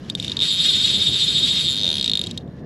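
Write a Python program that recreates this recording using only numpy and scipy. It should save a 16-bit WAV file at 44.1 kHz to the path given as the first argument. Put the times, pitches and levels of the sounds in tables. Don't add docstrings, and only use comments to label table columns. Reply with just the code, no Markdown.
import sys
import numpy as np
from scipy import signal
from scipy.fft import rfft, irfft, next_fast_len
from scipy.io import wavfile
from scipy.ndimage import map_coordinates

SR = 44100
rng = np.random.default_rng(int(sys.argv[2]) if len(sys.argv) > 2 else 0)


def waveform_to_disk(signal):
    frames = np.transpose(np.atleast_2d(signal))
    scaled = np.clip(frames, -1, 1) * 32767
    samples = np.round(scaled).astype(np.int16)
    wavfile.write(sys.argv[1], SR, samples)


def voltage_ratio(level):
    return 10 ** (np.asarray(level, float) / 20)


N = 116865

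# t/s, level/dB
WIND = [(0.0, -35.5), (0.44, -32), (0.46, -36), (0.73, -34), (0.82, -36.5), (1.0, -30), (1.05, -37.5),
        (1.09, -27.5), (1.19, -35.5), (1.44, -31), (1.53, -35), (2.49, -32), (2.5, -38.5), (2.65, -32)]
# f/Hz, level/dB per Hz
RUMBLE = [(13, -56), (22, -10), (176, -1), (433, -14), (477, -16), (631, -20), (889, -30.5), (965, -45.5),
          (1100, -41), (1430, -77.5), (2420, -120)]
# f/Hz, level/dB per Hz
WHOOSH = [(300, -41), (480, 1), (650, 0), (900, -9), (1300, -46)]
# f/Hz, level/dB per Hz
LAKE = [(410, -72), (700, -14.5), (977, 2), (1410, -5.5), (1710, 1), (6310, -64), (12000, -59),
        (15600, -85), (22000, -120)]
# t/s, rate/teeth per s
RUN_SPEED = [(.3913, 77.4), (.422, 155.2), (.491, 232.4), (.558, 176.3), (.635, 361.4), (.71, 384.8),
             (.776, 302.4), (.868, 423.9), (.966, 253.9), (1.059, 341.1), (1.154, 197.2), (1.238, 278.3),
             (1.342, 221.4), (1.411, 254.1), (1.51, 265.6), (1.585, 203.9), (1.653, 181), (1.748, 119.6)]
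# t/s, rate/teeth per s
COAST_SPEED = [(1.756, 104.33), (1.7992, 105.89), (1.8592, 88.17), (1.9192, 77.13), (1.9892, 69.63),
               (2.0592, 57.15), (2.1292, 52.22), (2.1892, 49.64), (2.2442, 38.44)]
# f/Hz, level/dB per Hz
METAL = [(530, -75.5), (900, -36), (2870, -9), (3690, -11.5), (5750, -16.5), (7750, -26), (9060, -36),
         (10800, -28.5), (15700, -78)]
# t/s, length/s, start f/Hz, end f/Hz, level/dB
SQUEAKS = [
    (.083, 0.014, 4370, 4640, -42),
    (0.113, .014, 4700, 4900, -48),
    (1.88, .14, 10160, 10300, -52),
]
# t/s, level/dB, brightness/dB
SINGLE_CLICKS = [(.099, -14, 3.5), (.151, -12, 3), (.1991, -14, 5), (.2261, -16, 5), (.2459, -15.5, 5),
                 (.263, -26, -2), (.2801, -15.5, 1), (.2966, -13.5, -6), (.3182, -10.5, -3.5),
                 (.3685, -9.5, -3.5), (2.262, -27, 6), (2.2693, -17.5, 6), (2.311, -19, 6.5),
                 (2.3757, -15.5, 4), (2.408, -41, -7.5), (2.418, -49.5, -0.5), (2.477, -50.5, 4.5)]
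# t/s, level/dB
RUN_FORCE = [(.39, -12.5), (.5, -12.5), (.6, -12), (.8, -13.5), (1.0, -13.5), (1.2, -12.5), (1.45, -12.5),
             (1.68, -12.5), (1.75, -10)]
# t/s, level/dB
COAST_FORCE = [(1.756, -11), (1.86, -10.5), (1.98, -9.5), (2.06, -9.5), (2.15, -12.5), (2.2, -11),
               (2.24, -14)]
# f/Hz, level/dB, t60/s
MODES = [(1565, -29.5, 0.014), (2650, -32.5, 0.01), (3320, -9, 0.02), (3698, -3, 0.027),
         (3589, 2.5, 0.0091), (4170, -8, 0.024), (4646, -11.5, 0.016), (5020, -20.5, 0.014),
         (6130, -30.5, 0.023), (7260, -12, 0.0066), (7726, -12.5, 0.011), (10420, -31, 0.019),
         (10740, -21.5, 0.01), (13500, -32, .006)]
# once-a-turn level/dB, phase/rad, twice-a-turn level/dB, phase/rad
LOBES = [(4.5, -0.6, 4, 3), (2.5, 0.5, 5.5, -1.1), (-0.4, -0.5, -2.5, -1.8), (0.5, 6, 3, -1.48),
         (1.1, -3.5, 4.5, -1.5), (1.2, 2.9, 1, -0.4), (2.4, 3.5, 1, .9), (4, -0.5, 7, 0), (0.5, 0.5, 4, -5),
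         (3, 1.5, 4, -2.5), (2.5, 3.5, 2.5, -0.7), (-12, -5, -1.8, 8), (4, 7.8, 3, -3),
         (-2.5, -3, -1, -5.5)]
# t/s, length/s, f/Hz, level/dB
SWELLS = [
    (1.875, .085, 6200, 15),
    (1.95, .07, 10200, 1),
    (2.13, .04, 4200, 6),
    (2.0, .25, 7780, -6),
    (.22, .18, 4200, -6),
    (.22, .18, 3350, -5),
    (2.35, .1, 6200, 8),
    (2.35, .1, 5100, 6),
    (2.33, .1, 3350, 5),
]
# f/Hz, side under mid/dB
SIDE = [(60, -43), (300, -39.5), (1000, -22.5), (4000, -40), (8000, -38.5), (13000, -4)]


def unit(x):
    return x / np.sqrt(np.mean(x ** 2) + 1e-20)


def along(points, hz):
    f, value = np.transpose(points)
    return np.interp(np.log(hz + 1), np.log(f + 1), value)


def wobble(rate):
    knots = rng.standard_normal(int(N * rate / SR) + 4)
    return map_coordinates(knots, [np.arange(N) * rate / SR])


def filtered(x, response):
    m = next_fast_len(N + 8192)
    return irfft(rfft(x, m) * response(np.fft.rfftfreq(m, 1 / SR)), m)[..., :N]


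def noise(colour):
    return unit(filtered(rng.standard_normal(N), lambda hz: voltage_ratio(along(colour, hz))))


def lay(starts, shapes):
    at = (starts * SR).astype(int)[:, None] + np.arange(shapes.shape[1])
    return np.bincount(at.ravel(), shapes.ravel(), N + SR)[:N]


def wind():
    gust_s, gust_length_s, gust_db = 1.87, 0.07, -42
    t = np.arange(N) / SR
    strength_db = np.interp(t, *np.transpose(WIND))
    buffeting = voltage_ratio(strength_db) * unit(voltage_ratio(0.83 * wobble(24.99)) * noise(RUMBLE))
    gust = np.exp(-((t - gust_s) / gust_length_s) ** 2) * noise(WHOOSH)
    return buffeting + voltage_ratio(gust_db) * gust


def lake():
    wash_db, lap_db, lap_spread_db, laps_per_s = -55, -61, 4, 60
    luck = rng.standard_normal((round(laps_per_s * N / SR), 2))
    hz = 1700 * np.exp(0.52 * luck[:, :1])
    t = np.arange(700) / SR
    envelope = np.exp(-t * hz / 5) * (1 - np.exp(-t * 1500))
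    rising_tone = np.sin(2 * np.pi * hz * t * (1 + 8 * t))
    bubbles = voltage_ratio(lap_spread_db * luck[:, 1:]) * rising_tone * envelope
    wash = voltage_ratio(wash_db + 2.5 * wobble(10.76)) * noise(LAKE)
    return wash + voltage_ratio(lap_db) * lay(rng.uniform(0, N / SR, len(hz)), bubbles)


def spool_speed(rows):
    s, rate = np.transpose(rows)
    t = np.arange(s[0], s[-1], 1 / SR)
    place = np.interp(t, s, np.arange(len(s)))
    return t, np.exp(map_coordinates(np.log(rate), [place], mode="nearest"))


def drag():
    rub_db, rub_growth = -35, 0.51
    t = np.arange(N) / SR
    run_t, run_rate = spool_speed(RUN_SPEED)
    coast_t, coast_rate = spool_speed(COAST_SPEED)
    times = np.r_[0, .17, .25, .35, run_t, coast_t, 2.3, 2.42]
    rate = np.interp(t, times, np.r_[1, 5, 150, 12, run_rate, coast_rate, 8, .3])
    grain = unit(voltage_ratio(2.46 * wobble(600)) * noise(METAL))
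    out = voltage_ratio(rub_db + 3.2 * wobble(39.16)) * (rate / 200) ** rub_growth * grain
    for start, length, hz0, hz1, db in SQUEAKS:
        u = np.clip((t - start) / length, 0, 1)
        cycles = np.cumsum(hz0 + (hz1 - hz0) * u + 40 * wobble(300)) / SR
        swell = voltage_ratio(db + 9 * wobble(90)) * np.sin(np.pi * u ** 2.3)
        out = out + swell * np.sin(2 * np.pi * cycles)
    return out


def teeth(rows, force):
    t, rate = spool_speed(rows)
    turned = np.cumsum(rate) / SR
    s = np.interp(np.arange(int(turned[-1]) + 1), turned, t)
    return np.c_[s, np.interp(s, *np.transpose(force)), 0 * s]


def pawl():
    teeth_per_turn, coast_first_tooth = 35.9, 353
    scatter_db, mode_scatter_db, detune, jitter_s = .7, 1.6, .003, 8e-6
    drift_teeth, drift_db, wander = 4, 1.6, .007
    bright_hz, rise_s = 4900, .0007
    crack_db, crack_t60, fresh = -2, 0.0044, .3

    run, coast = teeth(RUN_SPEED, RUN_FORCE), teeth(COAST_SPEED, COAST_FORCE)
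    s, size_db, bright_db = np.vstack([SINGLE_CLICKS, run, coast]).T
    no_tooth = np.full(len(SINGLE_CLICKS), np.nan)
    tooth = np.r_[no_tooth, np.arange(len(run)), coast_first_tooth + np.arange(len(coast))]
    hz, db, t60 = np.transpose(MODES)
    luck = rng.standard_normal((len(s), 2))
    slow, fast, tune = rng.standard_normal((3, len(s), len(hz)))

    once_db, once, twice_db, twice = np.transpose(LOBES)
    angle = 2 * np.pi * tooth[:, None] / teeth_per_turn
    beam = np.nan_to_num(once_db * np.cos(angle + once) + twice_db * np.cos(2 * angle + twice))
    place = np.arange(len(s)) / drift_teeth
    drift = np.transpose([map_coordinates(d, [place]) for d in slow.T])
    level = db + beam + drift_db * drift + mode_scatter_db * fast + bright_db[:, None] * (hz > bright_hz)
    for at, length, mode_hz, swell_db in SWELLS:
        level[:, np.argmin(abs(hz - mode_hz))] += swell_db * np.exp(-((s - at) / length) ** 4)

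    s = s + jitter_s * luck[:, 0]
    t = (np.arange(900)[None] + 1 - (s * SR % 1)[:, None]) / SR
    ring = 0
    for k in range(len(hz)):
        pitch = hz[k] * (1 + detune * tune[:, [k]] + wander * drift[:, [-1 - k]])
        ring = ring + voltage_ratio(level[:, [k]] - 60 * t / t60[k]) * np.sin(2 * np.pi * pitch * t)
    gain = voltage_ratio(size_db + scatter_db * luck[:, 1])[:, None] * (1 - np.exp(-t / rise_s))

    shared_burst = map_coordinates(rng.standard_normal(905), [t * SR])
    burst = shared_burst + fresh * rng.standard_normal(t.shape)
    crack_level = bright_db[:, None] + 0.54 * beam[:, [3]] - 60 * t / crack_t60
    crack = lay(s, gain * voltage_ratio(crack_level) * burst)
    coloured_crack = filtered(crack, lambda f: voltage_ratio(along(METAL, f) * 0.51))
    return lay(s, gain * ring) + voltage_ratio(crack_db) * coloured_crack


def scene():
    mid = wind() + lake() + drag() + pawl()

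    def port_difference(hz):
        phase = np.cumsum(rng.standard_normal(len(hz)))
        return voltage_ratio(along(SIDE, hz)) * np.exp(.6j * phase)

    side = filtered(mid, port_difference)
    return np.array([mid + side, mid - side])


def roll_off(x):
    return signal.sosfilt(signal.butter(12, 15850, fs=SR, output="sos"), x)


def record(dry):
    notch_hz, notch_width_hz, low_cut_hz, top_hz = 8950, 520, 48, 15900

    def housing(hz):
        off_tune = notch_hz ** 2 - hz ** 2
        notch = (off_tune + 30j * hz) / (off_tune + 1j * hz * notch_width_hz)
        low_cut = hz ** 3 / (hz ** 3 + low_cut_hz ** 3)
        return notch * (hz < top_hz) * low_cut

    mix = filtered(dry, housing)
    return roll_off(mix)


dry = scene()
out = record(dry)
waveform_to_disk(out)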